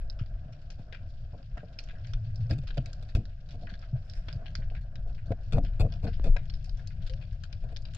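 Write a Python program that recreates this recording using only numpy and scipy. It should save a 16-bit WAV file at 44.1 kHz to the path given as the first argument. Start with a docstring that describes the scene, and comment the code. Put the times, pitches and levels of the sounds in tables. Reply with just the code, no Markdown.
"""A deep underwater rumble, peppered with crisp snaps and broken by knocks, scrapes and a low shudder.
The listener is inside a camera housing on a spearfisher lying still on a rocky seabed. Water surges
against the housing, shrimp snap near and far as their bubbles collapse, and small movements knock and
scrape the shell and shake the mount. The ringing walls colour what reaches the two microphones."""
import sys
import numpy as np
from scipy import signal
from scipy.fft import rfft, irfft, next_fast_len
from scipy.io import wavfile
from scipy.ndimage import uniform_filter1d

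SR = 44100
rng = np.random.default_rng(int(sys.argv[2]) if len(sys.argv) > 2 else 0)


def materialize(psi):
    """Save the field psi as 16-bit PCM at rate SR to the path in sys.argv[1].

    A 1-D psi becomes a single channel; in a 2-D psi each row is a channel.
    """
    bounded = np.clip(np.atleast_2d(psi).T, -1, 1)
    quanta = np.round(bounded * 32767).astype(np.int16)
    wavfile.write(sys.argv[1], SR, quanta)


N = 351477
TIME = np.arange(N) / SR
SIZE = 6144  # samples in a one-shot
SHORT = TIME[:SIZE]
BIN_HZ = np.maximum(np.fft.rfftfreq(SIZE, 1 / SR), 1)

# tone of the housing wall at each microphone: f/Hz, left/dB, right/dB
WALL = [(696, -20.5, -17), (1225, -17.5, -17), (1358, -10, -7), (1641, 1, -5), (1720, -8, -8.5),
        (2364, -10, -12.5), (2330, -3.5, -13.5), (3960, -10.5, -11), (4520, -17, -6), (5720, -20, -12),
        (6040, -16.5, -18), (7400, -16.5, -23.5), (7930, -28.5, -45.5), (12900, -41, -52),
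        (14500, -57.5, -74)]
# level rides of the sea around: t/s, air cavity/dB, distant crackle/dB
SEA = [(0.0, -62.5, -74), (1.09, -67, -73), (2.75, -65, -68.5), (3.24, -66.5, -72.5), (4.44, -62, -71),
       (4.9, -65, -77.5), (5.79, -62.5, -70.5), (6.48, -67.5, -70.5), (7.48, -68.5, -72), (7.97, -66, -70)]


def undb(db):
    """Decibels to gain."""
    return 10 ** (np.asarray(db) / 20)


def unit(x):
    """Scale to rms 1."""
    return x / np.sqrt(np.mean(x ** 2))


def spread_over(x, length_s):
    """Scale a burst to the energy of a sound of rms 1 that lasts length_s."""
    return x / np.sqrt(np.mean(x ** 2) * x.shape[-1] / (length_s * SR))


def curve(table, column):
    """One column of a table as an automation curve."""
    table = np.asarray(table)
    return np.interp(TIME, table[:, 0], table[:, column])


def walk(rate):
    """Random drift with a spread near 1 and `rate` new values a second."""
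    knots = rng.standard_normal(1024)
    return np.interp(TIME * rate, np.arange(len(knots)), knots)


def ripple(step_hz):
    """Random peaks and dips across the spectrum, with a spread near 1."""
    knots = rng.standard_normal(128)
    return np.interp(BIN_HZ / step_hz, np.arange(len(knots)), knots)


def shelf(low_hz, high_hz):
    """High-shelf shape, rising from 0 to 1 between two frequencies."""
    return np.interp(BIN_HZ, [low_hz, high_hz], [0, 1])


def off_centre(centre_hz, limit):
    """Squared octaves from a centre frequency, capped: the flanks of a broad resonance."""
    return np.minimum(np.log2(BIN_HZ / centre_hz) ** 2, limit)


def response(table, size=SIZE, column=1):
    """An EQ curve in dB per bin, rolling off past its last point."""
    table = np.asarray(table, float)
    hz = np.maximum(np.fft.rfftfreq(size, 1 / SR), 1)
    skirt = 20 * np.clip(np.log2(hz / table[-1, 0]), 0, 2)
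    return np.interp(np.log(hz), np.log(table[:, 0]), table[:, column]) - skirt


def wall_eq():
    """The wall's left and right EQ curves in dB per bin."""
    return np.array([response(WALL, column=side) for side in (1, 2)])


def colour(x, table, column=1):
    """EQ a full-length layer."""
    size = next_fast_len(N, True)
    return irfft(rfft(x, size) * undb(response(table, size, column)), size)[:N]


def ring(x, db):
    """Minimum-phase EQ for a one-shot: it rings after a blow, never before."""
    cepstrum = irfft(db * np.log(10) / 20, SIZE)
    cepstrum[..., 1:SIZE // 2] *= 2
    cepstrum[..., SIZE // 2 + 1:] = 0
    return irfft(rfft(x) * np.exp(rfft(cepstrum)), SIZE)


def damped_sine(hz, t60):
    """One struck mode, falling 60 dB in t60 seconds (10 ms at the least)."""
    return np.sin(2 * np.pi * hz * SHORT) * np.exp(-np.log(1000) * SHORT / max(t60, .01))


def modes(force, table, length_s):
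    """Sharp resonances (f/Hz, level/dB, t60/s) driven by a force and dying away after it."""
    out = np.zeros(SIZE)
    for hz, db, t60 in table:
        driven = signal.fftconvolve(force, damped_sine(hz, t60))[:SIZE]
        out += undb(db) * spread_over(driven, length_s)
    fade_out = np.minimum(10 * (1 - SHORT / SHORT[-1]), 1)
    return out * fade_out


def pan(db):
    """Equal-power gains that put the left side db above the right."""
    gains = undb(np.array([[.5], [-.5]]) * db)
    return gains / np.sqrt(np.mean(gains ** 2, axis=0))


def add(out, at_s, sound):
    """Mix a one-shot in at its cue."""
    start = max(int(at_s * SR), 0)
    part = out[..., start:start + sound.shape[-1]]
    part += sound[..., :part.shape[-1]]


def turbulence(table, even_s):
    """Coloured pressure noise, levelled over a window of even_s."""
    x = colour(rng.standard_normal(N), table)
    return x / np.sqrt(uniform_filter1d(x ** 2, int(even_s * SR)) + 1e-18)


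def reef(count=220, smear_s=0.018, focus_db=9, dull_db=6, crackle_db=-1, hiss_db=-2):
    """Far shrimp: faint snaps of many pitches, smeared by the rocks into a soft bed over thin hiss."""
    crackle = np.zeros((2, N))
    dull_wall = wall_eq() - dull_db * shelf(5300, 6800)
    for k, (when, pitch, _, depth) in enumerate(rng.random((count, 4))):
        centre_hz = 1500 * 3.6 ** pitch
        decay_s = smear_s * (0.44 + depth)
        envelope = np.exp(-SHORT / decay_s) * (1 - np.exp(-6 * SHORT / decay_s))
        burst = rng.standard_normal((2, SIZE)) * envelope
        snap = ring(burst, dull_wall - focus_db * off_centre(centre_hz, limit=2))
        add(crackle, (k + 3 * when - 1) / count * N / SR, unit(snap))
    hiss = np.array([colour(rng.standard_normal(N), WALL, side) for side in (1, 2)])
    hiss = signal.sosfilt(signal.butter(2, 7000, fs=SR, output="sos"), hiss)  # distance dulls the top
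    return (undb(crackle_db) * unit(crackle) + undb(hiss_db) * unit(hiss)) * undb(curve(SEA, column=2))


def sizzle(pops_per_s=30, port_hz=5150, port_share=0.53, ring_s=0.0019, focus_db=17, level_db=-9):
    """Small close pops in loose clusters: about half ping the lens port, the rest ring the wall."""
    out = np.zeros((2, N))
    dull_wall = wall_eq() - 8 * shelf(5500, 7500)
    cluster_db = 3 * walk(rate=4.1)
    for _ in range(int(pops_per_s * N / SR)):
        when, place, pitch, strength, length = rng.random(5)
        noise = rng.standard_normal((3, SIZE))
        burst = (noise[:2] + noise[2]) * np.exp(-SHORT / (ring_s * (.5 + length)))
        centre_hz = port_hz * (1 + 0.03 * (2 * pitch - 1)) if place < port_share else 1900 * 2.6 ** pitch
        resonance = focus_db / (1 + ((BIN_HZ - centre_hz) / 330) ** 2)
        pop = unit(ring(burst, dull_wall + resonance))
        pop_db = cluster_db[int(when * N)] - 3 * np.log(strength + 0.054)
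        add(out, when * N / SR, pop * undb(pop_db))
    return unit(out) * undb(curve(SEA, column=2) + level_db)


def fizz(peak_s=4.166, half_width_s=0.14, pops_per_s=2500, steady_db=-16, level_db=-65.5):
    """A faint rustle of tiny pops swells once in uneven patches and fades, over a thin steady hiss."""
    # tone of the fizz: f/Hz, level/dB
    fizz_eq = [(1000, -10), (1600, 4), (3000, -4.5), (4400, -10), (5200, 6), (5900, -9.5), (6500, -11.5),
               (8200, -17.5), (9300, -15.5), (10400, -24.5), (13000, -33.5)]
    triggers = rng.random(N) < pops_per_s / SR
    grain_db = 3.5 * rng.standard_normal(N) + 5 * walk(rate=52)
    pops = triggers * undb(grain_db) * rng.standard_normal((2, N))
    swell = np.exp(-((TIME - peak_s) / half_width_s) ** 2)
    source = unit(pops) * swell + undb(steady_db) * rng.standard_normal((2, N))
    rustle = unit(np.array([colour(side, fizz_eq) for side in source]))
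    return rustle * np.sqrt(np.mean(source ** 2)) * undb(level_db)


def bubbles():
    """A wobbling bubble rings and its pitch climbs as it rises."""
    # rising bubbles: t/s, length/s, f/Hz, climb as a share of f, level/dB
    cues = [(6.672, 0.027, 732, .02, -60.5), (7.095, 0.073, 497, 0.14, -50.5)]
    out = np.zeros(N)
    for at, length, hz, climb, db in cues:
        age = np.minimum(SHORT / length, 1)
        wobble = 1 + .015 * walk(rate=120)[:SIZE]
        pitch_hz = hz * (1 + climb * age) * wobble
        tone = np.sqrt(2) * np.sin(2 * np.pi * np.cumsum(pitch_hz) / SR)
        add(out, at, undb(db) * np.sin(np.pi * np.sqrt(age)) * tone)
    return out


def water(surge_trim_db=3.5, eddy_trim_db=4, cavity_trim_db=4):
    """Slow surges and quicker eddies press on the housing and stir the air cavity inside."""
    # level rides of the water moving past: t/s, surge/dB, eddies/dB
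    flow = [(0.0, -33.5, -53), (0.4, -47, -49), (0.62, -48.5, -51.5), (0.86, -45, -57), (1.02, -40, -47),
            (1.46, -51, -51.5), (1.84, -41, -53), (2.4, -45, -43.5), (2.73, -36, -49.5), (4.26, -40, -50),
            (4.42, -37, -45), (5.06, -38.5, -49), (5.44, -32.5, -47), (5.77, -34, -35), (6.17, -31, -42.5),
            (6.75, -41, -46), (7.68, -43, -46.5), (7.97, -46.5, -50)]
    # sub-bass of the surge: f/Hz, level/dB
    surge_eq = [(5, -25), (11, 0), (25, 0), (36, -3), (54, -10), (80, -26), (160, -60)]
    # rumble of the eddies: f/Hz, level/dB
    eddy_eq = [(35, -40), (62, -2.5), (98, 2.5), (135, -6), (165, -10), (200, -27), (300, -44), (420, -60),
               (900, -89)]
    # hollow tone of the air cavity: f/Hz, level/dB
    cavity_eq = [(200, 0.5), (260, -2.5), (320, -6.5), (400, -14), (520, -3.5), (590, -0.5), (675, 3),
                 (760, -6.5), (860, -18.5), (1200, -18.5), (1600, -9.5), (1850, -24.5), (2500, -50.5)]
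    surge = turbulence(surge_eq, even_s=0.035)
    surge *= undb(curve(flow, column=1) + surge_trim_db + 4 * walk(rate=7.3))
    eddies = turbulence(eddy_eq, even_s=0.091)
    capped_ride_db = np.minimum(curve(flow, column=2), -43.5)
    eddies *= undb(capped_ride_db + eddy_trim_db + 3 * walk(rate=18))
    stir = rng.standard_normal(N) + 0.54 * rng.standard_normal((2, N))
    cavity = unit(np.array([colour(side, cavity_eq) for side in stir])) * pan(db=0.5)
    cavity *= undb(curve(SEA, column=1) + cavity_trim_db + 4 * walk(rate=28))
    return surge + eddies + cavity


def shoves(half_width_cycles=0.6):
    """A shove of water is one deep swing of pressure."""
    # sub-bass shoves: t/s, peak/dB, f/Hz
    cues = [(0.344, -24.5, 34.3), (1.545, -26, 40.7), (2.157, -21, 30), (2.79, -21, 37.7),
            (4.191, -23.5, 29.6), (5.55, -15, 28.4), (5.646, -19, 33.4), (5.819, -15.5, 34.7),
            (6.325, -16, 23.6), (6.543, -24, 30), (6.749, -22, 30), (7.067, -25, 23.8), (7.144, -26, 30),
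            (7.344, -25, 42.8), (7.631, -24, 25.2)]
    out = np.zeros(N)
    for at, db, hz in cues:
        cycles = (TIME - at) * hz
        out += undb(db) * np.cos(2 * np.pi * cycles) * np.exp(-(cycles / half_width_cycles) ** 2)
    return out


def shudder(waver=0.0875, rough_db=3, overtone_db=-33):
    """The mount judders in a firm low hum: louder and higher as the strain builds, then it lets go."""
    # hum of the strained mount: t/s, f/Hz, level/dB
    strain = [(1.97, 97, -53), (2.0, 97.9, -42.5), (2.1, 114.4, -38), (2.2, 109.3, -37), (2.25, 104.2, -41),
              (2.31, 118.3, -38), (2.37, 98, -45), (2.4, 108, -29), (2.48, 111.8, -33.5), (2.55, 125, -32),
              (2.6, 126.8, -32.5), (2.65, 120, -51)]
    pitch_hz = curve(strain, column=1) * (1 + waver * walk(rate=50))
    gate = uniform_filter1d(1. * ((TIME > strain[0][0]) & (TIME < strain[-1][0])), size=800)
    level_db = curve(strain, column=2) + rough_db * walk(rate=43)
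    phase = 2 * np.pi * np.cumsum(pitch_hz) / SR
    hum = np.sqrt(2) * (np.sin(phase) + undb(overtone_db) * np.sin(2 * phase))
    return hum * gate * undb(level_db)


def bumps(push_s=0.015, sway_hz=44, sway_s=0.024, sway_db=-6):
    """A soft push sways the mount once, deeply, and leaves it ringing for a few cycles."""
    # knocks on the mount: t/s, level/dB, ring f/Hz, t60/s
    cues = [(0.212, -21.5, 108.5, 0.043), (.459, -38, 138, 0.054), (0.796, -29, 109, 0.021),
            (1.33, -33.5, 97, 0.037), (2.509, -19.5, 74, 0.06), (2.774, -23.5, 130, 0.12),
            (3.15, -14, 71, 0.031), (3.175, -21, 109.5, 0.058), (3.723, -36, 162, 0.031),
            (3.93, -21, 125, 0.097), (4.355, -27, 102, 0.048), (4.587, -30, 128, 0.029),
            (4.985, -40, 158, 0.043), (5.305, -19.5, 102, 0.055), (5.537, -18.5, 130, 0.061),
            (5.564, -20, 112, 0.053), (5.579, -19, 63, 0.047), (5.638, -29, 104, 0.024),
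            (5.8, -15, 87.4, 0.066), (5.821, -23, 136, 0.054), (5.848, -17.5, 106, 0.055),
            (6.037, -21.5, 86, 0.051), (6.072, -28, 98, 0.046), (6.119, -25.5, 60, 0.027),
            (6.293, -29, 106, 0.043), (6.414, -33, 121, 0.033), (6.823, -34.5, 100.7, 0.26),
            (7.321, -29, 84, 0.069)]
    out = np.zeros(N)
    sway_envelope = (1 - np.exp(-SHORT / (push_s / 4))) * np.exp(-(SHORT / sway_s) ** 2)
    sway = np.sin(2 * np.pi * sway_hz * SHORT) * sway_envelope
    for at, db, hz, t60 in cues:
        envelope = (1 - np.exp(-SHORT / push_s)) * np.exp(-np.log(1000) * SHORT / t60)
        ringing = np.sin(2 * np.pi * hz * SHORT) * envelope / envelope.max()
        add(out, at, undb(db) * (ringing + undb(sway_db) * sway))
    return out


def ticks():
    """The housing ticks: a single sharp pulse with almost no ring."""
    # dry ticks: t/s, peak/dB
    cues = [(5.583, -27), (6.1973, -33)]
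    # tone of a tick: f/Hz, level/dB
    tick_eq = [(80, -26), (250, 9.5), (700, -4.5), (1200, -9), (2500, -24.5), (4200, -20), (6000, -54)]
    out = np.zeros(N)
    pulse = ring(signal.unit_impulse(SIZE), response(tick_eq))
    for at, db in cues:
        add(out, at, undb(db) * pulse / np.abs(pulse).max())
    return out


def scrapes(slips_per_s=1600, release_s=0.0044, mount_s=0.039, grit_fade_s=0.025, grit_sustain=0.44):
    """Runs of uneven slips ring the housing; the chattering contact adds grit, most at the start."""
    # scrapes and taps: t/s, length/s, body/dB, centre f/Hz, grit/dB, modes re body/dB, mount re body/dB
    cues = [(0.782, 0.031, -57, 740, -70, -16, -5), (1.332, 0.017, -49.5, 600, -84, 1, -7),
            (1.57, 0.0062, -45, 760, -85, -2, -25), (1.63, 0.0071, -43, 614, -88, 1, -33),
            (1.929, 0.017, -54.5, 665, -75, -14, -17), (2.495, 0.01, -43.5, 564, -50.5, -9, -19),
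            (2.508, 0.009, -39, 570, -50.5, -18, 6.5), (2.523, 0.015, -49, 540, -53, -12, -9),
            (2.582, 0.0089, -50.5, 380, -55.5, -7, -12), (2.633, 0.0066, -49.5, 614, -63.5, -6, -12),
            (2.771, 0.01, -35, 580, -50.5, -7, -3), (3.025, 0.0098, -55, 470, -57.5, -10, -10),
            (3.1496, 0.0041, -44, 447, -39.5, -15, -7), (3.154, 0.018, -43.5, 390, -50, -12, 6),
            (3.175, 0.042, -55, 280, -66, 1, 3), (3.54, 0.014, -51.5, 320, -71, 4, -2.5),
            (3.612, 0.043, -51, 563, -78, -5, -3), (4.349, 0.013, -56, 516, -77, -13, -11),
            (4.709, 0.013, -54, 614, -75, 3, -8), (5.059, 0.014, -52, 620, -85, 1, -19),
            (5.305, 0.0038, -29.5, 346, -61, -17, -9.5), (5.315, 0.0072, -30, 610, -59, -15, -23),
            (5.523, 0.018, -41, 454, -44.5, 1.5, -6), (5.542, 0.03, -40.5, 450, -57, 7, -8),
            (5.571, 0.013, -31.5, 636, -61, -4, -7), (5.582, 0.005, -31, 598, -54, -2.5, -6),
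            (5.633, 0.014, -47.5, 330, -75, -3, 0), (5.796, 0.023, -40.5, 500, -49.5, 9.5, -22),
            (5.82, 0.049, -41, 490, -61.5, 1, -5.5), (6.027, 0.058, -42.5, 430, -61, 3.5, -1.5),
            (6.041, 0.0093, -41, 425, -52, -2.5, -1), (6.239, 0.019, -42, 470, -50.5, 1.5, -19),
            (6.255, 0.032, -41.5, 466, -54.5, 3, -6.5), (6.36, 0.004, -36.5, 940, -63, -9.5, -24),
            (7.637, 0.0052, -48.5, 610, -63, 0.5, -18), (7.72, 0.0084, -48, 640, -67, 2, -18)]
    # boxy tone of the housing's body: f/Hz, level/dB
    body_eq = [(110, -11.5), (170, 15.5), (240, -3.5), (310, -1), (380, -19), (458, -7.5), (590, -1),
               (700, 1.5), (860, -22), (1100, -35), (1600, -28.5), (3500, -64)]
    # rasp of the contact: f/Hz, level/dB
    grit_eq = [(600, -18), (1050, -5), (1500, 4.5), (2000, -7.5), (2530, 7), (3040, -11), (3500, 4),
               (4000, -4.5), (4450, -0.5), (5300, -6), (6400, -11.5), (7500, -12.5), (8600, -24.5),
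               (12200, -30.5), (13500, -50)]
    # low murmur of the mount: f/Hz, level/dB
    mount_eq = [(110, -19.5), (190, 0), (240, -2), (305, -3), (360, -16), (520, -20.5), (1200, -49)]
    # low modes of the body: f/Hz, level/dB, t60/s
    body_modes = [(305, -19, .06), (459, -10.5, 0.1), (695, -14, 0.065)]
    # bright modes of the wall: f/Hz, level/dB, t60/s
    wall_modes = [(1450, -19, .025), (2520, -7, 0.032), (3520, -25, 0.012), (4380, -15.5, .016),
                  (7400, -23, 0.009)]
    out = np.zeros((2, N))
    for at, length, body_db, centre_hz, grit_db, modes_db, mount_db in cues:
        slipping = rng.random(SIZE) < slips_per_s / SR
        force = rng.standard_normal(SIZE)
        rasp = rng.standard_normal((3, SIZE))  # left, right, shared
        slips = force * slipping + 0.066 * rasp[2]
        since_end = np.maximum(SHORT - length, 0)
        attack = 1 - np.exp(-SHORT / (0.046 * length))
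        contact = attack * np.exp(-since_end / min(release_s, length))

        body_tone = response(body_eq) - 6 * off_centre(centre_hz, limit=1.5)
        body = spread_over(ring(slips * contact, body_tone), length)
        body += undb(modes_db) * modes(force * contact, body_modes, length)
        body += modes(force * contact, [(centre_hz, -9, 0.045)], length)  # hollow note
        # the mount murmurs on after the contact ends
        murmur = force * np.exp(-since_end / mount_s) * (1 - SHORT / SHORT[-1])
        mount = spread_over(ring(murmur, response(mount_eq)), length)
        knock = body * pan(db=0.5) + undb(mount_db) * mount

        chatter = (1 + 4 * np.abs(slips)) * undb(4 * walk(rate=630)[:SIZE])
        grit_envelope = contact * (np.exp(-SHORT / grit_fade_s) + grit_sustain)
        grain = (rasp[:2] + 0.34 * rasp[2]) * chatter * grit_envelope
        dry_top = -0.68 * modes_db * shelf(7500, 11000)  # the less it rings, the sharper it cracks
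        # each place of contact favours and detunes other modes of the wall
        grit_tone = response(grit_eq) + dry_top + 2 * ripple(step_hz=443)
        detuned = [(hz * (1 + 0.0064 * rng.standard_normal()), db + 3 * rng.standard_normal(), t60)
                   for hz, db, t60 in wall_modes]
        grit_s = min(length, .012)
        grit = spread_over(ring(grain, grit_tone), grit_s)
        grit += undb(1.5 * modes_db) * modes(grain[0], detuned, grit_s)
        add(out, at, undb(body_db) * knock + undb(grit_db) * grit * pan(db=1.5))
    return out


def faint_snaps(count):
    """Cues for shrimp further off, strewn over the whole scene, in the columns of the near cracks."""
    mean_db = np.array([-66.5, -72, 3.5, -3, 0.5])
    spread_db = np.array([1.8, 2.8, 8.3, 2.2, 5.8])
    times = (np.arange(count) + rng.random(count)) / count * N / SR
    return np.column_stack([times, mean_db + spread_db * rng.standard_normal((count, 5))])


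def cracks(crack_s=0.002, echo_db=-10, tail_s=0.021, far_s=0.035, far_db=-19, port_hz=5080):
    """Sharp cracks with a scattered tail: shrimp snaps, and a few hard knocks on the housing."""
    # near snaps and knocks: t/s, crack/dB, tail/dB, treble tilt/dB, top shelf/dB, left minus right/dB
    near_cracks = [(.0992, -40, -69, 29, -38, -7.5), (.19, -51, -58, -2, -11, 2),
                   (.261, -58, -79, 3, -11, -2), (.5248, -62, -65.5, 1, 4, -3),
                   (.7028, -47.5, -63.5, 9, -7, 3), (.721, -60, -83, 8, -4, 1),
                   (.9255, -43.5, -53.5, -9, -6, 7), (.947, -43.5, -61, -14, -8, 6),
                   (1.428, -58, -79, 1, -9, -2), (1.5727, -50.5, -54, -18, 14.5, -5),
                   (1.7883, -35, -55, 12, -21, -3.5), (1.8382, -55.5, -69, 15, 5, -5),
                   (1.873, -57, -72, 0, -18, 6), (1.8868, -51, -55, -15, 4, -1),
                   (1.952, -61, -63.5, -46, -4, 0), (2.0466, -51, -65, -4, -21, 7),
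                   (2.0702, -53, -67.5, 3, 0, -1), (2.1352, -41, -65, 2.5, -4, -6),
                   (2.358, -50.5, -73, 25, -7, -8), (2.51, -36.5, -56, 0.5, -18, -3),
                   (2.6714, -53, -54, 2, -15, -2), (2.7055, -41.5, -68, -7, -33, 8.5),
                   (2.7783, -38.5, -63, -9, -8, -6), (2.8591, -44, -63, 7, -5, 1),
                   (2.9305, -45.5, -68, 15, -1.5, -1), (3.088, -59, -62, 1, -5, -1),
                   (3.2542, -52, -71, 14, -14, -6), (3.489, -55.5, -65.5, 4, -6, -2),
                   (3.5077, -54, -62.5, 11, -16, -2), (3.6702, -44.5, -55.5, -23, -13, 2),
                   (3.692, -64, -55.5, -1, -11, 3), (3.7389, -47.5, -62.5, 3, -21, 2),
                   (3.792, -57.5, -76, 16, -2, -8), (3.8253, -50, -61.5, -16, -9, 0),
                   (4.0981, -46, -64, 9, -2, -4.5), (4.1357, -50, -70, 9, -7, -6),
                   (4.2846, -39.5, -54.5, -11, -8, 1), (4.3275, -44, -66, 16, -15, -9),
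                   (4.4585, -50, -53.5, -1, -36, 2), (4.5527, -34.5, -57, 8.5, -12.5, -2.5),
                   (4.621, -52, -62, -27, -8, -1), (4.701, -53, -72, -8, -21, 1),
                   (4.7496, -50, -57, -10.5, -8, 2), (4.956, -47.5, -67, 1.5, -7, 1),
                   (5.095, -63, -74, -9, -12, -1), (5.148, -58.5, -71, 4, -8, -4),
                   (5.1797, -61, -63.5, -13, -3, 4), (5.259, -65, -71, 18, -10, -3),
                   (5.3195, -44, -73, -18, 8, -3), (5.433, -68, -69.5, 8, -1, 0),
                   (5.484, -66, -88, 12, 3, -2), (5.637, -59, -79, 20, -6, 2),
                   (5.6482, -47.5, -59, -4, -6, 1), (5.9223, -47, -58.5, 6.5, -23, 1),
                   (6.0679, -50, -52.5, 0, -37, 7), (6.1286, -60, -59, 4, -31, 4),
                   (6.3652, -33, -57.5, -5, -9, 8), (6.433, -63, -80, -7, -6, 13),
                   (6.455, -58, -72, 2, 0, 4), (6.4988, -43, -66, 12.5, -23, 4),
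                   (6.5386, -47.5, -62, 19, -30, 7), (6.6432, -55.5, -61.5, 16, 0, 9),
                   (6.694, -46.5, -80, 14, -21, 4), (6.772, -61, -67.5, 11, -3, 1),
                   (6.794, -52, -68, -13, 3, 5), (6.8736, -46, -65, 22, -7, 2),
                   (6.905, -58, -66, -17, 4, 8), (7.018, -66, -63, 4, -17, 11),
                   (7.0645, -51.5, -57, 8.5, -11, 2), (7.0967, -44.5, -64, 3, -12, 6),
                   (7.136, -48.5, -67, 12, -25, 7), (7.212, -60, -59.5, -4, -9, 9),
                   (7.328, -60, -79, -9, 6, 8), (7.437, -42.5, -61, 3, -7.5, 8),
                   (7.5275, -44.5, -65, 8, -14, 8), (7.763, -40.5, -64, 16, -22, 6),
                   (7.7683, -42, -79, 5, -9, -4), (7.821, -59, -89, 28, 0, -3),
                   (7.8528, -46, -61.5, 0, -15, 9), (7.9365, -51, -76, 1, 0, 0),
                   (7.948, -45.5, -60, 3, 10, 4)]
    out = np.zeros((2, N))
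    wall = wall_eq()
    tilt = np.interp(BIN_HZ, [1900, 4800], [-.48, .48])
    top = shelf(5300, 6800)
    port_ping = 4 * np.exp(-((BIN_HZ - port_hz) / 220) ** 2)  # a direct hit pings the lens port
    softening = 6 * shelf(7500, 12000)  # the wall rounds off the direct crack
    dulling = 8 * shelf(4400, 6800)  # the rocks scatter a duller tail
    tail_attack = 1 - np.exp(-SHORT / 0.0026)
    scatter = tail_attack * (np.exp(-SHORT / tail_s) + undb(far_db) * np.exp(-SHORT / far_s))
    for at, crack_db, tail_db, tilt_db, top_db, pan_db in [*near_cracks, *faint_snaps(count=22)]:
        noise = rng.standard_normal((4, SIZE)) + 0.74 * rng.standard_normal(SIZE)
        echo_s = rng.uniform(0.004, 0.0041)  # off the surface
        # paths of different length interfere, so every crack has a colour of its own
        tone = wall + tilt_db * tilt + top_db * top + 4 * ripple(step_hz=432)
        echo = undb(echo_db) * (SHORT > echo_s) * np.exp(-np.abs(SHORT - echo_s) / crack_s)
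        arrivals = np.exp(-SHORT / crack_s) + echo
        crack = ring(noise[:2] * arrivals, tone + port_ping - softening)
        crack = np.array([spread_over(side, length_s=0.0029) for side in crack])
        grain = undb(4 * np.interp(SHORT, SHORT[::64], rng.standard_normal(SIZE // 64)))
        tail = ring(noise[2:] * scatter * grain, tone - dulling - 0.73 * top_db * top)
        tail = spread_over(tail, length_s=0.045)
        add(out, at, undb(crack_db) * crack * pan(pan_db) + undb(tail_db) * tail * pan(pan_db / 2))
    return out


def scene(left_lag_s=0.00009):
    """What shakes the whole housing is alike on both microphones, a bit louder and later on the left."""
    left, right = water() + shoves() + shudder() + bumps() + scrapes() + ticks() + bubbles()
    late_left = np.pad(left, (round(left_lag_s * SR), 0))[:N]
    lean_left_db = np.interp(TIME, [4.6, 6.6], [1.4, 3.9])
    housing = np.array([late_left, right]) * pan(lean_left_db)
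    return housing + cracks() + reef() + fizz() + sizzle()


def record(dry, hiss_db=-99, top_hz=13500):
    """A very faint hiss, with the treble cut above 13.5 kHz."""
    noisy = dry + undb(hiss_db) * rng.standard_normal((2, N))
    return signal.sosfilt(signal.ellip(8, .2, 70, top_hz, fs=SR, output="sos"), noisy)


dry = scene()
out = record(dry)
materialize(out)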